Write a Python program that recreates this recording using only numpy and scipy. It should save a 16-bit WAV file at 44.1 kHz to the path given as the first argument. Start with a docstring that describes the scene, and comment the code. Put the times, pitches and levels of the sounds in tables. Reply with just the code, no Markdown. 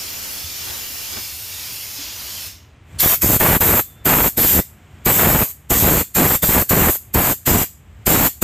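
"""A yard, then the inside of a car. A steam gun hisses steadily over a seat, splashing and drumming on
the leather, then fires short blasts at the car's carpet. Close up, the nozzle sings near 7.5 and
12.5 kHz, the steam cloud buffets the microphone with eddies, and the cabin rings briefly.
Gain control ducks the low outdoor drone under each blast and lets it swell back."""
import sys
import numpy as np
from scipy import signal
from scipy.fft import rfft, irfft, next_fast_len
from scipy.io import wavfile
from scipy.ndimage import uniform_filter1d, map_coordinates

SR = 44100
rng = np.random.default_rng(int(sys.argv[2]) if len(sys.argv) > 2 else 0)


def materialize(psi):
    """Save the field psi as 16-bit PCM at rate SR to the path in sys.argv[1].

    A 1-D psi becomes a single channel; in a 2-D psi each row is a channel.
    """
    bounded = np.clip(np.atleast_2d(psi).T, -1, 1)
    quanta = np.round(bounded * 32767).astype(np.int16)
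    wavfile.write(sys.argv[1], SR, quanta)


N = 371763

# The outdoor bed. Each row: time in seconds, drone level in dB, air level in dB.
BED_LEVELS = [(0, -47, -44), (1.5, -46.5, -54.5), (2.85, -48, -54), (2.96, -34, -44.5), (3.3, -33, -43.5),
              (4.8, -40, -45), (6.2, -40, -48), (8.4, -35, -45.5)]
# A machine humming nearby. Each row: pitch in Hz, relative level in dB.
HUM_PARTIALS = [(148, -53), (208, -55), (725, -68)]
# Handling knocks. Each row: start in seconds, relative tone level in dB, pitch in Hz,
# seconds to fade by 60 dB, relative puff level in dB.
KNOCKS = [(0.44, -28, 80, 0.13, -56.5), (0.699, -31, 85.4, .15, -50), (1.167, -29, 94, 0.085, -35.5),
          (1.985, -36, 280, 0.17, -48)]
# The sweep over the seat. Each row: time in seconds, then relative splash, drumming and jet levels in dB.
SEAT_SWEEP = [(0.0, -33.5, -46, -35), (0.08, -34.5, -50, -36), (0.33, -35, -44, -33.5),
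              (0.48, -34.5, -54, -36), (0.7, -32.5, -41, -33.5), (0.88, -35.5, -48.5, -35.5),
              (1.02, -34.5, -45, -35), (1.05, -34, -49, -35), (1.18, -32.5, -39, -35),
              (1.2, -33.5, -45, -32.5), (1.25, -34, -51.5, -34), (1.41, -37.5, -51, -35),
              (1.64, -34, -47.5, -34.5), (1.92, -36.5, -50, -35), (2.03, -32, -46, -37.5),
              (2.15, -36.5, -47.5, -37.5), (2.22, -35, -44, -35.5), (2.46, -33.5, -49.5, -35.5)]
# Trigger pulls in the car. Each row: open and close in seconds, relative jet, splash and nozzle ring
# levels in dB, cloud lag in seconds, relative big and small eddy levels in dB.
TRIGGER_PULLS = [(3.004, 3.147, -3.5, -17, -25, 0.03, -23, -19),
                 (3.221, 3.364, -5.5, -19.5, -15, 0.014, -9, -18),
                 (3.401, 3.567, -5, -23.5, -19.5, 0.0066, -9.5, -10),
                 (3.61, 3.8, -2.5, -19, -15.5, 0.003, -9, -11),
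                 (4.058, 4.279, -5, -20.5, -17, 0.0038, -10, -11),
                 (4.376, 4.598, -6.5, -19, -19.5, 0.0046, -8, -17),
                 (5.061, 5.436, -5, -19.5, -16.5, 0.0046, -9, -10.7),
                 (5.707, 6.013, -5.5, -16.5, -14.5, 0.0034, -5.5, -12),
                 (6.153, 6.358, -6.5, -20.5, -16, 0.011, -10, -13),
                 (6.428, 6.621, -7, -22, -18, 0.006, -10, -15),
                 (6.697, 6.899, -5, -19.5, -16.5, 0.013, -7.5, -11.5),
                 (7.147, 7.323, -4.3, -19.5, -15, 0.006, -8, -11.3),
                 (7.465, 7.633, -4.5, -15.5, -14, 0.011, -6.5, -13),
                 (8.069, 8.274, -3, -15, -12.5, 0.0041, -4, -8.5),
                 (8.423, 8.500, -5.5, -16.5, -11.5, 0.004, 0, -13)]
# The jet trails on with the trigger half released. Each row: start and end in seconds, jet level in dB.
JET_TRAILS = [(5.448, 5.509, -18.5), (6.906, 6.958, -9.5)]
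# Lumps of steam that hit the microphone squarely. Each row: time in seconds, peak in dB.
STEAM_THUMPS = [(3.060, 4), (3.245, 6), (4.448, 3)]
# The cloud drifts onto the microphone (a roar) or past it (a lull).
# Each row: start and end in seconds, change in buffeting in dB.
CLOUD_DRIFTS = [(4.07, 4.143, 4), (4.408, 4.428, -7), (4.476, 4.533, -13), (5.131, 5.184, -11),
                (5.74, 5.826, -7), (6.278, 6.299, -6), (6.455, 6.48, -10), (7.162, 7.21, 4)]

# Tone colours of the noise layers. Each row: frequency in Hz, relative level in dB.
DRONE_EQ = [(20, -40), (45, -12), (65, -3), (82, 0), (105, -3), (150, -15), (250, -24.5), (600, -58)]
AIR_EQ = [(100, 0), (270, 4), (500, -2.5), (1000, -4.5), (2300, -6), (3200, -10.5), (4500, -20.5),
          (8000, -22), (15000, -52)]
YARD_JET_EQ = [(200, -18), (1500, -20.5), (3000, -15), (7000, -7), (8500, -6.5), (9800, -2.5), (11200, -7),
               (12100, 2.5), (12700, 2), (14000, -2), (15500, -3)]
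SEAT_SPLASH_EQ = [(200, -22), (1000, -18.5), (1700, -10.5), (2700, -1), (3900, -2.5), (5200, 2),
                  (6000, -2.5), (6900, -1), (8000, -10.5), (12000, -28.5)]
LEATHER_EQ = [(80, -5), (280, -1.5), (500, -1.5), (1000, -1.5), (1700, -2), (3000, -10), (6000, -41)]
CAR_JET_EQ = [(300, -26), (3000, -30), (6000, -18.5), (7000, -10), (8600, -11.5), (9400, -8),
              (10300, -10.5), (11300, -12.5), (11750, -2), (12200, 5.5), (12800, 2), (13500, 1.5),
              (15400, -6)]
NOZZLE_EQ = [(5000, -44), (6200, -15.5), (6800, -5), (7250, -3), (7580, -0.5), (7950, -5.5), (8400, -8),
             (10000, -26)]
CARPET_SPLASH_EQ = [(100, -7.5), (700, -5), (2000, 3), (4300, 0.5), (6000, 0), (9000, -3), (15000, -14)]
BIG_EDDY_EQ = [(12, -17), (28, -10), (48, -1.5), (90, -0.5), (170, -2.5), (330, -6.5), (600, -13),
               (1500, -24.5), (5000, -61)]
SMALL_EDDY_EQ = [(30, -37), (150, -8.5), (450, -1), (800, 0.5), (1400, -3), (2300, -6), (3300, -13),
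                 (5000, -23), (10000, -54)]
# The cabin's reverb. Each row: frequency in Hz, seconds to fade by 60 dB.
CABIN_DECAY = [(100, 0.18), (1500, 0.14), (4000, 0.3), (8000, 0.34), (14000, 0.25)]
# Stereo widths. Each row: frequency in Hz, side level against the mid in dB.
BED_WIDTH = [(60, -50), (200, -37), (450, -19), (1500, -20), (3000, -33), (6000, -23)]
YARD_WIDE = [(60, 2), (300, 0.5), (1000, -1), (2200, -1.5), (3600, -10.5), (6000, -5.5), (9000, -2.5),
             (14000, -6.5)]
YARD_NARROW = [(60, -6), (300, -5), (1000, -8), (2200, -8.5), (3600, -45), (6000, -23), (9000, -12),
               (14000, -18.5)]
CAR_WIDE = [(60, -8), (400, -1), (2200, 0.5), (3600, -19), (6000, -10), (9000, -5), (14000, -15)]
CAR_NARROW = [(60, -54.5), (400, -30), (1500, -75), (4000, -90), (8000, -69.5), (11000, -40),
              (14000, -21.5)]

VALVE_RISE_S, VALVE_FALL_S = 0.0093, 0.034
CLOUD_RISE_S, CLOUD_FALL_S = 0.0093, 0.014


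def amp(db):
    """Decibels to gain."""
    return 10 ** (np.asarray(db) / 20)


def unit(x):
    """x at rms 1."""
    return x / np.sqrt(np.mean(x ** 2) + 1e-20)


def clock():
    """Each sample's time in seconds."""
    return np.arange(N) / SR


def along(points, hz):
    """Read (Hz, value) points on a log frequency axis."""
    knots_hz, values = np.transpose(points)
    return np.interp(np.log(hz + 1), np.log(knots_hz + 1), values)


def curves(rows):
    """One automation curve for each column after the time."""
    times, *columns = np.transpose(rows)
    return [np.interp(clock(), times, column) for column in columns]


def wobble(rate):
    """A smooth random curve, rate knots a second."""
    return map_coordinates(rng.standard_normal(int(N * rate / SR) + 4), [clock() * rate])


def gate(opens, closes, rise, fall):
    """Full level from opens to closes; 20 dB down at rise seconds before and fall seconds after."""
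    attack = amp(-20 * np.clip((opens - clock()) / rise, 0, 10) ** 1.3)
    return attack * amp(-20 * np.clip((clock() - closes) / fall, 0, 10))


def filtered(x, response):
    """x through an EQ whose gain is response(hz)."""
    size = next_fast_len(N + SR // 2, True)
    return irfft(rfft(x, size) * response(np.fft.rfftfreq(size, 1 / SR)), size)[..., :N]


def causal(x, eq, size=8192):
    """x through a minimum-phase EQ, which answers only after each push."""
    cepstrum = irfft(np.log(amp(along(eq, np.fft.rfftfreq(size, 1 / SR)))))
    impulse = irfft(np.exp(rfft(2 * cepstrum[:size // 2], size)))
    return signal.fftconvolve(x, impulse / np.abs(impulse).max())[:N]


def hiss(eq):
    """Coloured noise at rms 1."""
    return unit(filtered(rng.standard_normal(N), lambda hz: amp(along(eq, hz))))


def spray(eq, patchy_db):
    """Hiss whose fine colour shifts as the gun moves among reflecting surfaces."""
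    bands = signal.stft(hiss(eq), nperseg=1024)[2]
    patches = uniform_filter1d(rng.standard_normal(bands.shape), size=3, axis=0)
    patches = unit(uniform_filter1d(patches, size=12, axis=1))
    return unit(signal.istft(bands * amp(patchy_db * patches), nperseg=1024)[1][:N])


def bounce(x, delay_s, share):
    """x plus its reflection off the ground: a comb filter that moves with the delay."""
    return unit(x + share * map_coordinates(x, [(clock() - delay_s) * SR]))


def spread(mid, width):
    """Stereo with diffuse sound from the sides."""
    scatter = rng.standard_normal(SR // 60)
    side = signal.fftconvolve(mid, scatter / np.linalg.norm(scatter))[:N]
    side = filtered(side, lambda hz: amp(along(width, hz)))
    return np.array([mid + side, mid - side])


def narrowing(x, wide, narrow, at_s, over_s):
    """Crossfade from a wide stereo image to a narrow one."""
    early = gate(0, at_s, rise=0.01, fall=over_s)
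    return spread(early * x, wide) + spread((1 - early) * x, narrow)


def outdoor_bed():
    """A low throbbing drone, the murmur of open air and, by the car, a machine's faint unsteady hum."""
    drone_db, air_db = curves(BED_LEVELS)
    hum = sum(amp(db + 4.5 + 3.2 * wobble(6.7)) * np.sin(2 * np.pi * hz * clock() + wobble(20))
              for hz, db in HUM_PARTIALS)
    hum *= gate(3.0, 9, rise=0.16, fall=0.02)
    return amp(drone_db) * hiss(DRONE_EQ) + amp(air_db) * hiss(AIR_EQ) + hum


def handling_knocks():
    """Hose and seat knock softly as they are handled: a damped low tone with a puff of noise."""
    knocks = np.zeros(N)
    for start, tone_db, hz, t60, puff_db in KNOCKS:
        age = np.maximum(clock() - start, 0)
        envelope = (1 - np.exp(-age / 0.0035)) * amp(-60 * age / t60)
        tone = amp(tone_db + 0.5) * np.sin(2 * np.pi * hz * age)
        knocks += envelope * (tone + amp(puff_db + 8) * hiss(AIR_EQ))
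    return knocks


def cabin_reverb(x):
    """The short, diffuse ring of the car's interior."""
    hz, t, bands = signal.stft(rng.standard_normal(SR // 2), SR, nperseg=256)
    decay = amp(-60 * t / along(CABIN_DECAY, hz)[:, None])
    tail = signal.istft(bands * decay, SR, nperseg=256)[1]
    return signal.fftconvolve(x, tail / np.linalg.norm(tail))[:N]


def valve_leak():
    """The shut valve seeps a little, and once whistles faintly."""
    seep = amp(-61.5) * hiss(NOZZLE_EQ) + amp(-63.5) * hiss(CAR_JET_EQ)
    pitch_hz = 3530 + 40 * wobble(160)
    whistle = amp(-49 + 3 * wobble(30)) * np.sin(2 * np.pi * np.cumsum(pitch_hz) / SR)
    return seep * gate(2.92, 9, rise=0.097, fall=0.02) + whistle * gate(3.84, 4.02, rise=0.03, fall=0.1)


def seat_spray(shuts_s=2.466):
    """A steady jet some steps away sweeps the seat: it splashes, and drums on the leather to the left."""
    splash_db, drum_db, jet_db = curves(SEAT_SWEEP)
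    flow = gate(0, shuts_s, rise=0.01, fall=0.11)
    jet = amp(jet_db + 4) * spray(YARD_JET_EQ, patchy_db=2.8) * flow
    splash = spray(SEAT_SPLASH_EQ, patchy_db=2.5)
    splash = bounce(splash, delay_s=0.0007 + 0.00017 * wobble(3.02), share=0.077)
    splash *= amp(splash_db + 1.3) * gate(0, shuts_s, rise=0.01, fall=0.14)
    drum = amp(drum_db + 0.8) * hiss(LEATHER_EQ) * flow
    steam, drum = [narrowing(x, YARD_WIDE, YARD_NARROW, at_s=1.18, over_s=0.06)
                   for x in (jet + splash, drum)]
    return steam * amp([[-0.3], [0.3]]) + drum * amp([[2.2], [-3]])


def nozzle_spit(start_s=2.991):
    """The first pull clears condensed water from the nozzle with a hollow spit that falls in pitch."""
    water = hiss([(1500, -13), (2600, -8), (3300, 0), (4100, 5.5), (6000, -1), (10000, 2.5), (15000, -15)])
    age = np.maximum(clock() - start_s, 0)
    travel_s = 0.0005 * (1 - np.exp(-age / 0.06))  # the echo lags more as the water flies off
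    water = bounce(water, delay_s=0.00066 + travel_s, share=0.8)
    return amp(-22) * water * gate(start_s, 3.03, rise=0.0056, fall=0.13)


def eddies(eq, per_s, turbulence):
    """Each eddy hits the microphone as a sharp push with a slow rebound; fine turbulence lies between."""
    pushes = (rng.random(N) < per_s / SR) * rng.uniform(0.53, 1, N)
    pressure = unit(pushes - pushes.mean()) + turbulence * rng.standard_normal(N)
    return unit(causal(pressure, eq))


def cloud_buffeting():
    """While the valve is open, the swirling cloud blows big and small eddies onto the microphone."""
    big, small, lumps = np.zeros((3, N))
    for opens, closes, *_, lag, big_db, small_db in TRIGGER_PULLS:
        cloud = gate(opens + lag, closes, CLOUD_RISE_S, CLOUD_FALL_S)
        big += cloud * amp(big_db)
        small += cloud * amp(small_db)
    for start, end, jet_db in JET_TRAILS:  # a trailing jet barely buffets
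        small += gate(start, end, CLOUD_RISE_S, CLOUD_FALL_S) * amp(jet_db - 20.5)
    for start, peak_db in STEAM_THUMPS:
        lumps[round(start * SR)] = amp(peak_db)
    big *= amp(1.1 * wobble(40)) * eddies(BIG_EDDY_EQ, per_s=160, turbulence=0.52)
    small *= amp(1.35 * wobble(90)) * eddies(SMALL_EDDY_EQ, per_s=900, turbulence=0.45)
    drift_db = sum(db * gate(start, end, rise=0.02, fall=0.02) for start, end, db in CLOUD_DRIFTS)
    swirl_db = 2 * wobble(25)
    return amp(drift_db + swirl_db) * (big + small) + causal(lumps, BIG_EDDY_EQ)


def steam_blasts(wet_db=2.5, drying_s=0.11):
    """Each trigger pull lets out a jet, rings the nozzle and splashes the carpet, wettest at first."""
    jet, splash, ring = np.zeros((3, N))
    for opens, closes, jet_db, splash_db, ring_db, *_ in TRIGGER_PULLS:
        valve = gate(opens, closes, VALVE_RISE_S, VALVE_FALL_S)
        wetness = np.exp(-np.maximum(clock() - opens, 0) / drying_s)
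        jet += valve * amp(jet_db)
        splash += valve * amp(splash_db + wet_db * wetness)
        ring += valve * amp(ring_db)
    for start, end, jet_db in JET_TRAILS:
        trail = amp(jet_db) * gate(start, end, VALVE_RISE_S, VALVE_FALL_S)
        jet += trail
        splash += amp(-18) * trail
        ring += amp(-10.5) * trail
    steam = jet * spray(CAR_JET_EQ, patchy_db=2.1)
    steam += ring * spray(NOZZLE_EQ, patchy_db=4)
    steam += splash * spray(CARPET_SPLASH_EQ, patchy_db=3.4)
    steam *= amp(0.36 * wobble(350) + 0.66 * wobble(20))  # wet steam sputters
    steam *= np.interp(clock(), [2.995, 3.06], [0.5, 1])  # the first jet builds as the nozzle clears
    return steam + amp(-12.5) * cabin_reverb(steam)


def scene():
    """The yard starts wide and narrows; after its first puff the close jet in the car is nearly mono."""
    car = steam_blasts() + cloud_buffeting() + nozzle_spit() + valve_leak()
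    car = narrowing(car, CAR_WIDE, CAR_NARROW, at_s=3, over_s=0.11)
    return seat_spray() + handling_knocks() + car + spread(outdoor_bed(), BED_WIDTH)


def gain_control(x, limit_db, release_db_per_s):
    """Duck the mix at once when its level passes the limit, then let it swell back."""
    power = np.abs(uniform_filter1d(np.mean(x ** 2, axis=0), size=700))
    excess_db = np.maximum(10 * np.log10(power + 1e-12) - limit_db, 0)
    recovery_db = release_db_per_s * clock()
    cut_db = np.maximum.accumulate(excess_db + recovery_db) - recovery_db
    return x * amp(-uniform_filter1d(cut_db, size=200))


def record(dry):
    """The master chain: gain control, soft clipping and a steep high cut."""
    ducked = gain_control(dry, limit_db=-11.5, release_db_per_s=16)
    rounded = ducked / (1 + ducked ** 6) ** (1 / 6)
    high_cut_hz = 15450
    return filtered(rounded, lambda hz: amp(-np.clip((hz - high_cut_hz) / 8, 0, 90)))


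dry = scene()
out = record(dry)
materialize(out)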